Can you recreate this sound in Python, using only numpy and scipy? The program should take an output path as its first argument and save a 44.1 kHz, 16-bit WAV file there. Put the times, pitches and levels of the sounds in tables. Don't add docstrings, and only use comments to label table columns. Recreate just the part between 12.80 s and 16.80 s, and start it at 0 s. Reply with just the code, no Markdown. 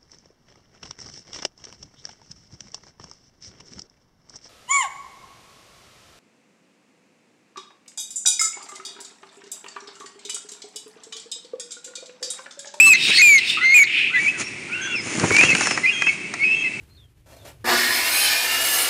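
import sys
import numpy as np
from scipy import signal
from scipy.fft import rfft, irfft, next_fast_len
from scipy.io import wavfile
from scipy.ndimage import map_coordinates

SR = 44100
rng = np.random.default_rng(int(sys.argv[2]) if len(sys.argv) > 2 else 0)


def pcm_store(signal):
    levels = np.round(np.clip(np.atleast_2d(signal), -1, 1) * 32767)
    wavfile.write(sys.argv[1], SR, levels.astype(np.int16).T)


N = 176400
TOP_HZ = 15750
# frequency_hz, level_db
KNOCK_SPECTRUM = [(40, -37), (200, -11), (1300, -3), (2000, 2), (4000, -43.5), (9000, -80)]
SNAP_SPECTRUM = [(200, -60), (1000, -30.5), (5500, 11), (9400, 0.5), (10500, -34.5), (15500, -29.5)]


def whistles(near_until_s=1.06, loud_db=-8.5, dull_db=7.5, flutter_rate=360, jitter=0.042, hoarse=0.3):
    # time_s, pitch_hz, level_db
    clear_notes = [
        [(0, 2434, -3.5), (.012, 2616, -9.5), (.055, 2657, -8.5), (.08, 2640, -8.5), (.1, 2597, -9.5),
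         (.136, 2467, -8.5)],
        [(.417, 2495, -9), (.5, 2332, -9.5), (.565, 2167, -10), (.598, 2030, -19.5)],
    ]
    quaver = [
        [(.943, 2450, -9.5), (.97, 2476, -8.5), (1.01, 2224, -10), (1.035, 2230, -9.5)],
    ]
    scoops = [
        [(.812, 1958, -22.5), (.845, 2090, -14), (.9, 2112, -14), (.944, 2190, -11)],
        [(1.34, 2028, -17.5), (1.365, 2002, -15.5), (1.4, 1903, -20)],
        [(3.036, 2037, -17), (3.064, 2080, -14)],
        [(3.29, 2240, -12), (3.318, 2216, -28)],
        [(3.592, 2110, -30.5), (3.632, 2254, -15.5), (3.652, 2200, -24)],
        [(3.845, 2136, -25), (3.878, 2010, -25)],
    ]
    cracked_notes = [
        [(.134, 2160, -13), (.148, 2010, -15), (.162, 2046, -17.5)],
        [(.374, 1954, -22), (.395, 2150, -12), (.419, 2176, -12)],
        [(1.033, 2024, -18.5), (1.056, 2120, -25)],
        [(2.714, 2110, -22), (2.738, 2084, -15)],
    ]
    arches = [
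        [(1.39, 2240, -21), (1.44, 2336, -24.5), (1.472, 2308, -16), (1.484, 2560, -14.5), (1.52, 2568, -28)],
        [(1.918, 2283, -25.5), (1.95, 2764, -26), (2.02, 2734, -36.5), (2.1, 2780, -34), (2.147, 2710, -21.5),
         (2.21, 2055, -33.5)],
        [(2.512, 2220, -22), (2.555, 2290, -15), (2.58, 2370, -17), (2.595, 2440, -8.5), (2.625, 2570, -12.5),
         (2.66, 2797, -22), (2.7, 2746, -29.5)],
        [(3.09, 2750, -22), (3.13, 2830, -28)],
        [(3.13, 2453, -35), (3.25, 2515, -21)],
        [(3.638, 2538, -13.5), (3.7, 2568, -19.5), (3.748, 2678, -16), (3.762, 2670, -39), (3.84, 2610, -22.5),
         (3.89, 2615, -22.5)],
    ]
    yelps = [
        [(2.688, 2610, -15), (2.728, 2577, -17.5)],
        [(3.056, 2380, -19), (3.094, 2500, -13.5), (3.108, 2560, -20.5)],
        [(3.262, 2582, -21), (3.276, 2580, -14.5), (3.302, 2576, -20.5)],
    ]
    top_notes = [
        [(2.02, 3310, -36), (2.14, 3390, -35)],
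        [(2.648, 3270, -26), (2.69, 3200, -35)],
        [(3.125, 3260, -29), (3.3, 3180, -35)],
        [(3.74, 3220, -40), (3.83, 3224, -31.5)],
    ]
    undertones = [
        [(.28, 1350, -43.5), (.35, 1907, -25.5)],
        [(.77, 1244, -29.5), (.85, 1536, -32.5)],
        [(1.3, 1216, -44), (1.33, 1500, -35), (1.385, 1788, -24.5)],
        [(1.53, 1677, -42), (1.62, 1301, -40)],
        [(1.89, 1406, -41.5), (2.06, 1577, -32), (2.16, 1392, -41)],
        [(3.115, 1760, -36.5), (3.2, 1210, -50.5)],
    ]
    # time_s, pitch_hz, level_db
    squeak = [(0.347, 4280, -43), (0.357, 4460, -28.5), (0.39, 4420, -8.5)]
    # notes, roughness, flutter_depth, octave_db, third_partial_db, send_db
    voices = [(clear_notes, 0.09, 0.02, -25, -12.5, -20),
              (quaver, 0.18, 0.04, -40, -14.5, -19),
              (scoops, 0.13, 0.08, -18, -20.5, -9),
              (cracked_notes, 0.51, 0.15, -8.5, -8, -19),
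              (arches, 0.23, 0.24, -20.5, -43, -15),
              (yelps, 0.26, 0.25, -18, -39, -16.5),
              (top_notes, 0.19, 0.12, -4, -31, -10.5),
              (undertones, 0.35, 0.44, -2.5, -23.5, -9),
              ([squeak], 0.69, 0.22, -14, -45, -11)]
    # frequency_hz, level_db
    fizz_spectrum = [(200, -16), (2500, -5.5), (9500, -10), (15500, -13)]
    t = clock()
    direct, send, effort = np.zeros((3, N))
    buzz = 0.26 * np.exp(-((t - 0.08) / 0.016) ** 4) * np.sin(2 * np.pi * 1490 * t)
    for notes, roughness, flutter, octave_db, third_db, send_db in voices:
        drift, swell = wobble(flutter_rate / 2), wobble(flutter_rate)
        shake = wobble(flutter_rate) + wobble(4 * flutter_rate) / 2
        grit, slip = hoarse * wobble(1100), hoarse * wobble(1100)
        for note in notes:
            turned_away = note[0][0] > near_until_s
            gate, hz, db = gesture(note, 0.016 if turned_away else 0.0038)
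            on = gate > 0
            gate, hz, db = gate[on], hz[on], db[on]
            wavering_hz = hz * (1 + jitter * roughness * drift[on])
            phase = 2 * np.pi * np.cumsum(wavering_hz) / SR + roughness * shake[on] + buzz[on]
            soft_db = np.clip(db - loud_db, -12, 0)
            upper_db = third_db + 2 * soft_db
            overtones_db = [octave_db, third_db + soft_db, upper_db - 18, upper_db - 14.5]
            wave = np.sin(phase)
            for k, level_db in enumerate(overtones_db, 2):
                gain = amp(level_db - turned_away * dull_db * (k - 1)) * (k * hz < TOP_HZ)
                wave += gain * (1 + grit[on]) * np.sin(k * phase + slip[on])
            cry = np.sqrt(2) * gate * amp(db) * (1 + flutter * swell[on]) * wave
            direct[on] += cry
            send[on] += amp(send_db) * cry
            effort[on] = np.maximum(effort[on], gate * amp(5.4 * soft_db))
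    fizz = amp(-29.5) * effort * (t < near_until_s) * noise(fizz_spectrum)
    return direct + fizz, send


def hisses(throat_width_hz=420, rasp_width_hz=220, rough_db=0.5):
    # time_s, throat_hz, rasp_hz, throat_db, rasp_db
    contours = [
        [(.152, 2610, 3897, -26.5, -34.5), (.25, 2540, 3720, -25.5, -18), (.322, 2567, 3820, -15, -23),
         (.38, 2330, 4580, -36, -14)],
        [(.58, 2565, 4180, -28, -18), (.62, 2570, 3894, -25.5, -40), (.7, 2842, 3580, -26.5, -19.5),
         (.8, 2563, 3860, -27, -43)],
        [(1.068, 2394, 3620, -26, -43), (1.19, 2532, 3540, -16, -33), (1.31, 2486, 3500, -27, -47.5)],
    ]
    # frequency_hz, level_db
    throat_spectrum = [(200, -56), (1000, -42), (2100, -1.5), (2850, 1.5), (5000, -31), (10000, -82)]
    rasp_spectrum = [(200, -62), (1000, -31), (3300, -3), (5400, -5.5), (6000, -18), (9300, -15),
                     (10000, -40), (15000, -32.5)]
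    out = np.zeros(N)
    for contour in contours:
        gate, throat_hz, rasp_hz, throat_db, rasp_db = gesture(contour, 0.0046)
        out += gate * amp(throat_db) * unit(resonance(throat_hz, throat_width_hz) + noise(throat_spectrum))
        out += gate * amp(rasp_db) * unit(resonance(rasp_hz, rasp_width_hz) + noise(rasp_spectrum))
    return out * unit(amp(rough_db * wobble(220)))


def clacks(attack_s=0.0004, knock_t60_s=0.043, snap_t60_s=0.017):
    # start_s, level_db, knock_db, snap_db, pitch_ratio
    hits = [(2.397, -14, -8, -1.5, 1), (2.506, -11, -2.5, -33, .9), (2.565, 3.5, -23.5, -16.5, 1),
            (2.61, 1.5, -16, -18.5, 1), (2.624, -11.5, -15, -12, 1.1), (2.635, 1, -14.5, -17.5, .9),
            (2.65, -8.5, -25, -10, 1.1), (2.703, -8.5, -14.5, -16, 1), (2.75, -0.5, -13.5, -14, 1.07),
            (2.809, -9, -5.5, -8, .8), (2.857, -12, -7, -15, 1.1), (2.871, -23, 9, 8.5, .9),
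            (2.91, -4.5, -11, -13.5, 1.05), (2.975, -6.5, -7, -16, .85), (3.221, 0.5, -23.5, -23, .9),
            (3.268, -13, -6.5, -28, .8), (3.539, -11, -11.5, -10.5, .9)]
    # pitch_hz, level_db, t60_s
    modes = [(1510, -20, 0.036), (1850, -14, 0.028), (2243, -5.5, 0.017), (2680, -9.5, 0.031),
             (4360, -28, 0.021)]
    knock_noise, snap_noise = noise(KNOCK_SPECTRUM), noise(SNAP_SPECTRUM)
    out, t = np.zeros(N + SR), np.arange(SR // 10) / SR
    attack = 1 - np.exp(-t / attack_s)
    for start_s, db, knock_db, snap_db, pitch_ratio in hits:
        at = round(start_s * SR) + np.arange(len(t))
        ring = sum(amp(mode_db + rng.normal(0, 1.27) - 60 * t / t60_s)
                   * np.sin(2 * np.pi * hz * pitch_ratio * t) for hz, mode_db, t60_s in modes)
        knock = amp(knock_db + 6 - 60 * t / knock_t60_s) * knock_noise[at]
        snap = amp(snap_db + 7.5 - 60 * t / snap_t60_s) * snap_noise[at]
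        out[at] += amp(db) * (amp(-1) * ring + (knock + snap) / 2) * attack
    return out[:N]


def thumps(cycles=7, rise_s=0.0034):
    # start_s, pitch_hz, level_db
    blows = [(2.434, 177, -26), (2.451, 117, -16), (2.51, 101, -19.5), (2.512, 424, 2.5), (2.636, 328, 0),
             (2.644, 120, -16.5), (2.738, 170, -12.5)]
    out, t = np.zeros(N + SR), np.arange(SR // 8) / SR
    for start_s, hz, db in blows:
        envelope = amp(db - 60 * t * hz / cycles) * (1 - np.exp(-t / rise_s))
        out[round(start_s * SR):][:len(t)] += envelope * np.sin(2 * np.pi * hz * t)
    return out[:N]


def wings(lumpy_db=3.5, crackle_db=1.5):
    # time_s, level_db
    air_curve = [(2.1, -46.5), (2.39, -33), (2.74, -31), (2.81, -35.5), (3.05, -41.5)]
    feather_curve = [(2.2, -43), (2.286, -32), (2.65, -25.5), (2.722, -33), (2.82, -24), (3.1, -46.5),
                     (3.35, -37)]
    # centre_s, half_length_s, air_db, feather_db
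    strokes = [(0.294, 0.012, -33, -25.5), (1.445, 0.053, -43, -35), (1.608, 0.017, -32, -26),
               (2.438, 0.015, -20.5, -65)]
    # frequency_hz, level_db
    air_spectrum = [(45, -66), (102, -7), (327, -3), (700, -16), (2470, -20), (4180, -120)]
    feather_spectrum = [(150, -27), (400, -10.5), (1000, 0), (2500, 8.5), (3500, 0), (5000, 0), (6800, 8),
                        (7700, 2.5), (8200, -15), (9300, 8.5), (10000, -37.5), (15500, -38)]
    gate, db = gesture(air_curve, 0.08)
    air_gain = gate * amp(db + 2)
    gate, db = gesture(feather_curve, 0.071)
    feather_gain = gate * amp(db + 0.5)
    for centre_s, half_length_s, air_db, feather_db in strokes:
        swell = np.exp(-((clock() - centre_s) / half_length_s) ** 2 / 2)
        air_gain += amp(air_db) * swell
        feather_gain += amp(feather_db) * swell
    whoosh = unit(noise(air_spectrum) * amp(lumpy_db * wobble(120)))
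    rustle = unit(noise(feather_spectrum) * amp(crackle_db * wobble(500)))
    return air_gain * whoosh + feather_gain * rustle


def twigs(cracks_per_s=80, spread_db=14, t60_s=0.015, wood_db=-2):
    # time_s, level_db
    level_curve = [(2.45, -40), (2.63, -23.5), (2.69, -33), (2.95, -54)]
    gate, db = gesture(level_curve, 0.05)
    cracks = (rng.random(N) < cracks_per_s / SR) * amp(-spread_db * rng.random(N))
    grains = np.convolve(cracks, amp(-60 * clock()[:SR // 50] / t60_s))[:N]
    wood = noise(SNAP_SPECTRUM) + amp(wood_db) * noise(KNOCK_SPECTRUM)
    return gate * amp(db) * unit(grains * wood)


def songbird(waver=0.00385, smear_rad=0.51):
    # start_s, length_s, start_hz, end_hz, level_db
    chirps = [(1.636, 0.052, 5480, 5600, -39), (2.016, 0.052, 6400, 6000, -34.5),
              (2.157, 0.057, 5380, 5030, -33.5), (2.828, .13, 5520, 5160, -31)]
    out, drift = np.zeros(N), 1 + waver * wobble(220)
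    for start_s, length_s, start_hz, end_hz, db in chirps:
        gate, hz = gesture([(start_s, start_hz), (start_s + length_s, end_hz)], 0.0056)
        phase = 2 * np.pi * np.cumsum(hz * drift) / SR + smear_rad * wobble(500)
        out += np.sqrt(2) * amp(db) * gate * np.sin(phase)
    return out


def forest_echo(send, build_s=0.006, ring_hz=2640, ring_width_hz=45, ring_gain=4.4):
    # frequency_hz, t60_s
    decay_times = [(150, 0.39), (1000, 0.88), (2500, 1.28), (7000, 1.1), (9500, 1.6), (11000, 0.2)]
    band_hz, t, scatter = signal.stft(rng.standard_normal(SR * 3 // 2), SR, nperseg=256)
    envelope = amp(-60 * t / along(decay_times, band_hz)[:, None]) * (1 - np.exp(-t / build_s))
    tail = signal.istft(scatter * envelope, SR, nperseg=256)[1]
    echo = signal.fftconvolve(send, tail / np.linalg.norm(tail) / 2)[:N]
    return filtered(echo, lambda hz: 1 + ring_gain / (1 + 2j * (hz - ring_hz) / ring_width_hz))


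def forest_hush(waver_db=0.16):
    # frequency_hz, level_db
    spectrum = [(25, -40.5), (110, -1), (375, 1.5), (480, -10), (1600, -12.5), (2300, 5.5), (3300, -13),
                (9400, -17), (9900, -50), (15000, -84)]
    # time_s, level_db
    level_curve = [(0, -33.5), (1.1, -39.5), (1.7, -35), (4, -34)]
    db = np.interp(clock(), *np.transpose(level_curve)) + waver_db * wobble(4.91)
    return amp(db) * noise(spectrum)


def amp(db):
    return 10 ** (np.asarray(db) / 20)


def unit(x):
    return x / np.sqrt(np.mean(x ** 2) + 1e-20)


def clock():
    return np.arange(N) / SR


def along(points, hz):
    point_hz, values = np.transpose(points)
    return np.interp(np.log(hz + 1), np.log(point_hz + 1), values)


def wobble(rate):
    return map_coordinates(rng.standard_normal(N // 8), [clock() * rate + 3], mode="wrap")


def filtered(x, response):
    size = next_fast_len(N + 8192)
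    return irfft(rfft(x, size) * response(np.fft.rfftfreq(size, 1 / SR)), size)[:N]


def noise(spectrum):
    return unit(filtered(rng.standard_normal(N), lambda hz: amp(along(spectrum, hz))))


def resonance(hz, width_hz):
    phase = 2 * np.pi * np.cumsum(hz) / SR
    return unit(wobble(width_hz) * np.cos(phase) + wobble(width_hz) * np.sin(phase))


def gesture(rows, edge_s):
    times, *columns = np.transpose(rows)
    t = clock()
    ramp = np.clip(np.minimum(t - times[0], times[-1] - t) / edge_s + 0.5, 0, 1)
    return [np.sin(ramp * np.pi / 2) ** 2] + [np.interp(t, times, column) for column in columns]


def scene(send_db=-7.5):
    cries, cry_send = whistles()
    hiss = hisses()
    scuffle = wings() + thumps() + twigs() + clacks()
    bird = songbird()
    echo = forest_echo(cry_send + bird / 2 + amp(send_db) * (hiss + scuffle))
    return (cries + hiss + scuffle + bird + echo + forest_hush())[None]


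def record(dry, low_cut_hz=50, ceiling=0.95):
    trimmed = filtered(dry[0], lambda hz: 1 / (1 + (low_cut_hz / (hz + 1)) ** 6))
    rounded = trimmed / (1 + np.abs(trimmed / ceiling) ** 8) ** (1 / 8)
    return filtered(rounded, lambda hz: hz < TOP_HZ)[None]


dry = scene()
out = record(dry)
pcm_store(out)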